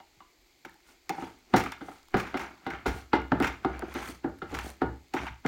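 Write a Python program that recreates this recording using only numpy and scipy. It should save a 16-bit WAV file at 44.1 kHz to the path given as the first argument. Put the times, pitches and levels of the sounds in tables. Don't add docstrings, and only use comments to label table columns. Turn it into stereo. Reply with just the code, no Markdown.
import sys
import numpy as np
from scipy import signal
from scipy.fft import rfft, irfft, next_fast_len
from scipy.io import wavfile
from scipy.ndimage import uniform_filter1d

SR = 44100
rng = np.random.default_rng(int(sys.argv[2]) if len(sys.argv) > 2 else 0)


def store_pcm(level_fs):
    pcm = np.round(np.clip(level_fs, -1, 1) * 32767).astype(np.int16)
    wavfile.write(sys.argv[1], SR, np.atleast_2d(pcm).T)


N = 241263


def from_db(db):
    return 10 ** (np.asarray(db) / 20)


def rms_one(x, count=None):
    return x / np.sqrt(np.mean(x[..., :count] ** 2) + 1e-20)


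def at_hz(points, hz):
    f, value = np.transpose(points)
    return np.interp(np.log(np.maximum(hz, 1)), np.log(f), value)


def add(track, s, sound):
    i = max(0, round(s * SR))
    track[i:i + len(sound)] += sound[:max(0, N - i)]


def band(x, low, high):
    edges = [low, min(high, 0.45 * SR)]
    return signal.sosfilt(signal.butter(3, edges, "band", fs=SR, output="sos"), x)


def colour(x, spectrum):
    size = 8192
    hz = np.maximum(np.arange(size // 2 + 1) * SR / size, 1)
    octaves_outside = np.abs(np.log2(hz / np.clip(hz, spectrum[0][0], spectrum[-1][0])))
    response_db = at_hz(spectrum, hz) - np.minimum(24 * octaves_outside, 50)
    cepstrum = irfft(np.log(rms_one(from_db(response_db))))
    cepstrum[1:size // 2] *= 2
    cepstrum[size // 2 + 1:] = 0
    return signal.oaconvolve(x, irfft(np.exp(rfft(cepstrum))))[:len(x)]


def drift(rate):
    knots = rng.standard_normal(int(N / SR * rate) + 2)
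    return np.interp(np.arange(N) / SR * rate, np.arange(len(knots)), knots)


def ring(force, hz, t60):
    r, w = from_db(-60 / (t60 * SR)), 2 * np.pi * hz / SR
    return signal.lfilter([0, np.sin(w)], [1, -2 * r * np.cos(w), r * r], force + 1e-18)


def grains(count, per_s, spread_db):
    clicks, number = np.zeros(count), max(1, int(per_s * count / SR))
    place, size, sign = np.random.default_rng(rng.integers(2 ** 31)).random((number, 3)).T
    height = from_db(spread_db * np.minimum(-np.log(1 - size), 4))
    clicks[(place * count).astype(int)] = np.sign(sign - 0.5) * height
    return rms_one(clicks)


def rising_tone(hz, cycles, rise):
    age = np.arange(int(cycles / hz * SR)) / (cycles / hz * SR)
    tone = np.sin(2 * np.pi * cycles * (age + rise * age ** 2 / 2))
    return tone * from_db(-60 * age) * (1 - np.exp(-age * cycles))


# (frequency [Hz], relative level [dB])
HISS_SPECTRUM = [(25, 3), (60, 2), (110, -9.5), (200, -13.5), (345, 3), (480, -7), (620, -7.5), (780, -5.5),
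                 (1100, -13), (1600, -12.5), (2150, -6.5), (2800, -16), (3600, -13.5), (4500, -10.5),
                 (5600, -17.5), (7200, -15), (9500, -29.5), (13000, -24), (16000, -24)]


def background(hiss_db=-64):
    return from_db(hiss_db) * colour(rng.standard_normal(N), HISS_SPECTRUM)


# (time [s], strength [dB], hollow ring of that spot [dB],
# brightness [dB], hardness of the contact [dB])
KNOCKS = [(0.001, -65.5, 16.5, 13, 13), (0.204, -62.5, 4, 15, 12), (0.648, -48.5, 1, -5, 12),
          (1.096, -36.5, 2.5, -7, -5), (1.179, -43, 6, -3, -2), (1.222, -39, 1.5, 2, -5),
          (1.538, -18.5, 1, 1, 0), (1.809, -40, -6.5, 4.5, -10), (1.884, -46, 6, -1, 4),
          (2.142, -22.5, -3.5, 3, 2), (2.342, -31, 0, 4, -3), (2.665, -35.5, 3, 7, 0),
          (2.858, -26.5, 0, 2, 1), (3.132, -21, 2.5, 3, 4), (3.319, -22, -4, -3.5, 15.5),
          (3.401, -24, -5.5, -1, -8), (3.647, -25, 0, -6.5, 7.5), (3.823, -34.5, -3, -7, 19),
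          (3.949, -34.5, -5, 9, -14.5), (4.08, -42, -10, -7, -10), (4.243, -28, -4, -15, 1),
          (4.42, -37, -6.5, 3.5, -2), (4.524, -36.5, -6, -6, -5), (4.817, -24, -1, -6.5, 2),
          (5.139, -29.5, 1.5, -15, 3), (5.45, -27.5, -6, -2, 0)]
# (frequency [Hz], relative level [dB])
SLOSH_SPECTRUM = [(550, -14), (800, 3.5), (1050, 2.5), (1400, 7), (1800, -2), (2150, -3.5), (2700, -9),
                  (4000, -22), (6000, -32)]


def grazes(level_db=-15.5, lead_s=0.0059):
    out, t = np.zeros(N), np.arange(-SR // 30, 0) / SR
    for s, strength_db, *_ in KNOCKS:
        swell = rng.standard_normal(len(t)) * np.exp(t / lead_s)
        add(out, s + t[0], from_db(strength_db + level_db) * swell)
    return colour(out, SLOSH_SPECTRUM)


# (frequency [Hz], relative level [dB], t60 [s])
BUCKET_MODES = [(192, -14.5, 0.091), (268.5, -3, 0.17), (300.6, -7.5, 0.15), (330.5, -1, 0.18),
                (360.6, -0.5, 0.16), (393, -3, 0.093), (456.5, -11.5, 0.27), (742.7, 0.5, 0.16),
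                (786.2, 1.5, 0.19), (867, -5, 0.3), (930.5, -2.5, 0.16), (1261, -3, 0.068),
                (1354.4, 0.5, 0.05), (1434, -6.5, 0.2), (1510, -27, 0.042), (2060, 9.5, 0.18),
                (2240, -15, .09), (2877, -4, 0.23), (3566, -0.5, 0.028), (3960, -33.5, 0.07)]
# (low edge [Hz], high edge [Hz], level [dB], build-up [s],
# dense ring t60 [s], dense ring level [dB], crack level [dB], crack length [s])
REGISTERS = [(139.5, 585, 1, 0.0052, 0.23, -6, -1, 0.024), (530, 1347, 0, 0.0018, 0.15, -8, 9, 0.011),
             (1097, 1696, -1, 0.0011, 0.24, -1, 9.5, 0.0022),
             (1760, 4370, -8.5, 0.00072, 0.15, -5, 11, 0.00074)]
# (level [dB], hollow ring [share], brightness [share], hardness [share])
VOICING = [(0.0, 0.032, 0.0, 0.0), (-0.5, 0.96, 0.029, 0.0), (-3, 0, 0.5, 0.26), (-9.0, 0.29, 0.91, 0.0)]


def knocks(chatter_db=-25.0, chatter_s=0.0098, uneven_db=3.0, push_db=0.0, push_hz=394.0):
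    out, t = np.zeros(N), np.arange(SR // 3) / SR
    for s, strength_db, hollow_db, bright_db, hard_db in KNOCKS:
        chatter = grains(len(t), per_s=680, spread_db=1.5) * np.exp(-t / chatter_s)
        force = from_db(chatter_db) * chatter
        force[0] += 1
        levels_db = strength_db + np.array(VOICING) @ [1, hollow_db, bright_db, hard_db]
        for level_db, register in zip(levels_db, REGISTERS):
            low, high, trim_db, build_s, t60, dense_db, crack_db, crack_s = register
            modes = np.zeros(len(t))
            for hz, db, decay in BUCKET_MODES:
                if low <= hz < high:
                    height = from_db(db + uneven_db * rng.normal()) * rng.choice([-1, 1])
                    modes += height * ring(force, hz * (1 + 0.0055 * rng.normal()), decay)
            dense = band(rng.standard_normal(len(t)) * from_db(-60 * t / t60), low, high)
            tone = rms_one(modes, count=1500) + from_db(dense_db) * rms_one(dense, count=1500)
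            crack = 1 + from_db(hard_db + crack_db) * np.exp(-t / crack_s)
            attack = (1 - np.exp(-t / build_s)) * crack
            add(out, s, from_db(level_db + trim_db) * rms_one(tone * attack, count=1500))
        push = np.sin(2 * np.pi * push_hz * t) * (1 - np.exp(-t / 0.00051)) * np.exp(-t / 0.0031)
        add(out, s, from_db(strength_db + push_db) * push)
    return out


# (crest time [s], swell [s], slosh [dB], gurgle [dB], foam [dB])
WAVES = [(0.905, 0.04, -58.5, -58.5, -69), (1.24, 0.1, -50, -49, -67), (1.624, 0.082, -45, -38, -62),
         (1.93, 0.083, -54, -66.5, -67), (2.22, 0.067, -41, -49, -67), (2.421, 0.097, -41, -42.5, -72),
         (2.74, 0.066, -39.5, -42.5, -88), (2.975, 0.056, -47.5, -48, -60),
         (3.471, 0.07, -39.5, -41.5, -68.5), (3.78, 0.12, -46, -42.5, -95), (3.998, 0.087, -39.5, -49, -63),
         (4.098, 0.06, -52, -50.5, -57.5), (4.571, 0.065, -42, -39.5, -63.5),
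         (4.674, 0.051, -49, -42.5, -56), (5.23, 0.056, -38.5, -42.5, -66)]
EBB_SHARE = 0.48
SPRAY_FROM_FOAM = 0.57
RIPPLE_DB = -77.0


def waves():
    out, t = np.zeros((4, N)), np.arange(-SR // 5, SR // 2) / SR
    out[1:3] = from_db(RIPPLE_DB)
    for s, swell_s, slosh_db, gurgle_db, foam_db in WAVES:
        swell = np.exp(-(t / swell_s) ** 2)
        ebb = np.exp(1 - np.hypot(1, t / (EBB_SHARE * swell_s)))
        shape = np.where(t < 0, swell, ebb)
        spray_db = slosh_db + SPRAY_FROM_FOAM * (foam_db - slosh_db)
        for track, db in zip(out, (gurgle_db, slosh_db, spray_db, foam_db)):
            add(track, s + t[0], from_db(db) * shape)
    return out


# (frequency [Hz], relative level [dB])
RUMBLE_SPECTRUM = [(20, -29.5), (32, -24), (45, -11.5), (66, 3), (85, -6.5), (115, -9), (150, -19.5),
                   (220, -17.5)]
# (time [s], rumble against the blow [dB])
LOOSENESS = [(0.0, -29), (1.6, -18), (2.2, -16), (2.65, -22), (2.87, -2), (3.15, -10), (4.25, -11),
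             (4.6, -7), (5.47, -9.5)]
# (time [s], level [dB])
THUDS = [(0.17, -61.5), (1.23, -54), (2.88, -37.5), (4.859, -39.5), (5.305, -44.5)]
ROCK_RISE_S, ROCK_DECAY_S = 0.048, 0.064


def table(knock_db=0.0, wave_db=0.0, thud_s=0.0092):
    rocking, t = from_db(wave_db) * waves()[0], np.arange(SR) / SR
    rock = (1 - np.exp(-t / ROCK_RISE_S)) * np.exp(-t / ROCK_DECAY_S)
    for s, strength_db, *_ in KNOCKS:
        add(rocking, s, from_db(strength_db + knock_db) * rock)
    rocking *= from_db(np.interp(np.arange(N) / SR, *np.transpose(LOOSENESS)))
    for s, db in THUDS:
        add(rocking, s, from_db(db) * t / thud_s * np.exp(1 - t / thud_s))
    rumble = colour(rng.standard_normal(N), RUMBLE_SPECTRUM)
    return rocking * rumble / np.sqrt(uniform_filter1d(rumble ** 2, size=4000) + 1e-20)


# (time [s], relative level [dB], starting pitch [Hz])
HOLLOW_TONES = [(0.002, -39, 817), (0.206, -34.5, 1156), (0.219, -39, 1010), (0.754, -48, 835),
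                (1.104, -17.5, 809), (1.182, -27.5, 840), (2.397, -23, 900), (3.821, -21.5, 1420),
                (4.418, -19, 1360), (5.268, -26.5, 916)]


def hollow_tones(level_db=1.0, cycles=51.0, octave_db=-1.5):
    out = np.zeros(N)
    for s, db, hz in HOLLOW_TONES:
        tone_db = db + level_db + octave_db * np.log2(hz / 900)
        add(out, s, from_db(tone_db) * rising_tone(hz, cycles, rise=0.026))
    return out


def bubbling(low_hz, high_hz, cycles, per_s, count):
    swarm = np.zeros(N)
    for hz in np.geomspace(low_hz, high_hz, count):
        clicks = grains(N, per_s / count, spread_db=7.0)
        swarm += rms_one(ring(clicks, hz * rng.uniform(0.81, 1.04), cycles / hz))
    return rms_one(swarm)


# (frequency [Hz], relative level [dB])
GURGLE_SPECTRUM = [(90, -26.5), (180, -7), (280, -4.5), (360, -1.5), (480, -10), (620, -8), (790, -5),
                   (950, -32.5)]
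SPRAY_SPECTRUM = [(2000, -9.5), (3200, -4), (5300, -4), (7000, -3.5), (8000, -14), (10000, -15)]
FOAM_SPECTRUM = [(6000, -5), (8700, 5.5), (10500, -1.5), (12700, -1), (16000, -3)]


def liquid(gurgle_db=-1.5, slosh_db=0.0, spray_db=-2.5, foam_db=-0.5, wash_db=4.0, flutter_db=2.0):
    deep, slosh, spray, foam = waves()
    gurgles = colour(grains(N, per_s=550, spread_db=7.0), GURGLE_SPECTRUM)
    swarm = rms_one(colour(bubbling(689, 3740, cycles=59, per_s=460, count=22), SLOSH_SPECTRUM))
    wash = from_db(wash_db) * colour(grains(N, per_s=2500, spread_db=5), SLOSH_SPECTRUM)
    fine_bubbles = bubbling(3000, 8000, cycles=70, per_s=990, count=12)
    mist = 0.5 * fine_bubbles + grains(N, per_s=4000, spread_db=2.5)
    fizz = colour(grains(N, per_s=22000, spread_db=6.5), FOAM_SPECTRUM)
    surface = slosh * from_db(slosh_db) * rms_one(swarm + wash)
    surface += spray * from_db(spray_db) * rms_one(colour(mist, SPRAY_SPECTRUM))
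    surface += foam * from_db(foam_db) * fizz
    flutter = from_db(flutter_db * (drift(100) + drift(30)))
    return deep * from_db(gurgle_db) * gurgles + flutter * surface


def droplets(level_db=-3.0, cycles=35.0):
    out, slosh = np.zeros(N), waves()[1]
    for when, pitch, strength in rng.random((500, 3)):
        i = int(when * N)
        blip = rising_tone(1100 * 5 ** pitch, cycles, rise=0.15)
        add(out, i / SR, slosh[i] * from_db(level_db + 12 * strength - 12 * pitch) * blip)
    return out


# (time [s], relative level [dB])
TICKS = [(0.6955, -47), (0.7425, -50), (1.7203, -34), (2.085, -45.5), (2.669, -40), (3.2172, -46),
         (3.4013, -31), (3.7932, -30.5), (3.9411, -30.5), (4.3873, -43.5), (4.7024, -34)]
STRAY_TICKS_PER_S, STRAY_TICK_DB, STRAY_SPREAD_DB = 18, -57.5, 4
WETTING_S, DRY_WALL_DB = 1.6, -9.0


def ticks(decay_s=0.0006, wall_db=0.5, spray_db=-3.5, foam_db=-5.0):
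    out, t = np.zeros(N), np.arange(SR // 100) / SR
    count = int(STRAY_TICKS_PER_S * N / SR)
    chance = np.random.default_rng(rng.integers(2 ** 31)).random((count, 2))
    stray = []
    for s, size in chance * [N / SR, 1]:
        size_db = STRAY_SPREAD_DB * min(-np.log(1 - size), 3)
        dry_db = DRY_WALL_DB * max(0, 1 - s / WETTING_S)
        stray.append((s, STRAY_TICK_DB + size_db + dry_db))
    for s, db in TICKS + stray:
        add(out, s, from_db(db) * rng.standard_normal(len(t)) * np.exp(-t / decay_s))
    wall = from_db(wall_db) * colour(out, SLOSH_SPECTRUM)
    spray = from_db(spray_db) * colour(out, SPRAY_SPECTRUM)
    return wall + spray + from_db(foam_db) * colour(out, FOAM_SPECTRUM)


# (time [s], level [dB], spray against that level [dB], t60 [s])
SLAPS = [(0.6494, -39, -11.5, 0.044), (1.0934, -30, -2.5, 0.03), (1.5614, -23.5, -4.5, 0.14),
         (1.5975, -29.5, -8.5, 0.08), (1.6374, -33, -9, 0.06), (1.6596, -30, -21.5, 0.1),
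         (1.7197, -34, -12, 0.067), (2.1674, -28, -13.5, 0.18), (2.1984, -29.5, -10, 0.054),
         (2.2667, -36.5, -17.5, 0.14), (2.3714, -30, -14, 0.062), (2.394, -33, -11.5, 0.18),
         (2.703, -33, -17.5, 0.072), (2.8634, -28.5, -7.5, 0.26), (3.151, -27.5, -26.5, 0.084),
         (3.4241, -22.5, -15.5, 0.26), (3.4705, -28.5, -10.5, 0.067), (4.5421, -30, -10.5, 0.16),
         (4.588, -29, -11.5, 0.027), (5.1374, -32.5, -8, 0.11), (5.1654, -28, -28, 0.14),
         (5.2676, -31.5, -25.5, 0.07), (5.462, -30, -12.5, 0.09)]
SMALL_SLAPS_PER_S, SMALL_SLAP_DB, SMALL_SLAP_SPRAY_DB, SMALL_SLAP_T60_S = 22, -5, -22, 0.036


def splashes(spread_db=4.5):
    slosh = waves()[1]
    count = int(SMALL_SLAPS_PER_S * N / SR)
    chance = np.random.default_rng(rng.integers(2 ** 31)).random((count, 2))
    small = []
    for when, size in chance:
        wave_db = 20 * np.log10(slosh[int(when * N)])
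        level_db = wave_db + SMALL_SLAP_DB + spread_db * (size - 0.5)
        small.append((when * N / SR, level_db, SMALL_SLAP_SPRAY_DB, SMALL_SLAP_T60_S))
    return SLAPS + small


# (frequency [Hz], relative level [dB], t60 [s])
SPOON_MODES = [(2130, 6.5, 0.27), (2920, -7, .25), (3570, 0.5, 0.11), (4250, -5.5, 0.25), (5300, -13, .12),
               (5620, 0, 0.066), (5840, -6.5, .1), (6700, -11.5, 0.14), (7460, -7.5, 0.098),
               (12586, -14, .08)]


def slaps(body_db=-3.0, spray_db=-8.0, snap_db=-7.5, snap_s=0.00097, spoon_db=-3.5, clump_db=4.0):
    body, spray, snaps = np.zeros((3, N))
    t = np.arange(SR // 5) / SR
    for s, level_db, wet_db, t60 in splashes():
        knots_s = t[::200]
        clumps = from_db(clump_db * np.interp(t, knots_s, rng.standard_normal(len(knots_s))))
        fade = clumps * from_db(-60 * t / max(t60, 0.005))
        for track, db in ((body, level_db + body_db), (spray, level_db + wet_db + spray_db)):
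            collapses = grains(len(t), per_s=5000, spread_db=4) * fade
            add(track, s, from_db(db) * rms_one(collapses, count=900))
        snap = rng.standard_normal(len(t)) * np.exp(-t / snap_s)
        add(snaps, s, from_db(level_db + wet_db / 2 + snap_db) * snap)
    bright = spray + snaps
    force = bright + 0.12 * body
    spoon = sum(from_db(db) * rms_one(ring(force, hz, t60)) for hz, db, t60 in SPOON_MODES)
    spoon = from_db(spoon_db) * np.std(bright) * rms_one(spoon)
    wet = colour(bright, SPRAY_SPECTRUM) + 0.55 * colour(bright, FOAM_SPECTRUM)
    return colour(body, SLOSH_SPECTRUM) + spoon + wet


def spatter(level_db=-3.5, flight_s=0.05, spread_db=12.0, treble_db=-17.0,
            cycles=24.0, low_hz=1192.0, octaves=2.42, count=12):
    out = np.zeros(N)
    for s, slap_db, *_ in SLAPS:
        for when, pitch, strength in rng.random((count, 3)):
            db = slap_db + level_db + treble_db * pitch + spread_db * (strength - when)
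            blip = rising_tone(low_hz * 2 ** (octaves * pitch), cycles, rise=0.1)
            add(out, s + 2 * flight_s * when, from_db(db) * blip)
    return out


def echoes(x, t60, delay_s, top_hz):
    t = np.arange(int(0.6 * SR)) / SR
    white = rng.standard_normal(len(t))
    dull = signal.sosfilt(signal.butter(2, min(top_hz, 16000), fs=SR, output="sos"), white)
    treble = 0.5 * (white - dull)
    tail = dull * from_db(-60 * t / t60) + treble * from_db(-90 * t / t60)
    tail *= np.clip(t / delay_s - 1, 0, 1)
    power = np.mean(np.abs(rfft(tail)[:len(t) // 20]) ** 2)
    return signal.fftconvolve(x, tail / np.sqrt(power))[:N]


def stirring(room_db=-10.0):
    struck = grazes() + knocks() + table() + hollow_tones()
    bucket = struck + liquid() + droplets() + ticks() + slaps() + spatter()
    room = echoes(bucket, t60=0.29, delay_s=0.013, top_hz=5700)
    return background() + bucket + from_db(room_db) * room


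# (frequency [Hz], lag [radians])
LAG = [(40, 0.5), (130, 0.17), (250, 0.15), (340, 1.7), (480, 2), (750, 2), (1400, 3), (2000, 3.5),
       (3000, 7), (6000, 8), (16000, 8)]
# (frequency [Hz], level [dB])
SPREAD = [(60, -30.5), (180, -6), (330, -11.5), (800, -7.5), (1400, -7), (2500, 1.5), (5000, -1.5),
          (15000, 1.5)]
# (frequency [Hz], left minus right [dB])
BALANCE = [(60, -2.5), (250, -3), (340, -3.5), (500, 0), (800, -3), (1400, -1), (2200, -3), (4500, -3),
           (8000, -3.5), (15000, 0)]


def microphones(shared, differing):
    size = 2 * next_fast_len(N // 2 + 4096)
    hz = np.arange(size // 2 + 1) * SR / size
    both = rfft(shared, size)
    own = rfft(differing, size) * from_db(at_hz(SPREAD, hz))
    lean = from_db(at_hz(BALANCE, hz) / 2)
    left = (both + own) * lean
    right = (both - own) / lean * np.exp(-1j * at_hz(LAG, hz))
    return irfft(np.array([left, right]))[:, :N]


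def scene():
    return microphones(stirring(), stirring())


def record(dry):
    top_cut = signal.cheby2(16, 70, 16900, fs=SR, output="sos")
    return signal.sosfilt(top_cut, np.tanh(dry))


dry = scene()
out = record(dry)
store_pcm(out)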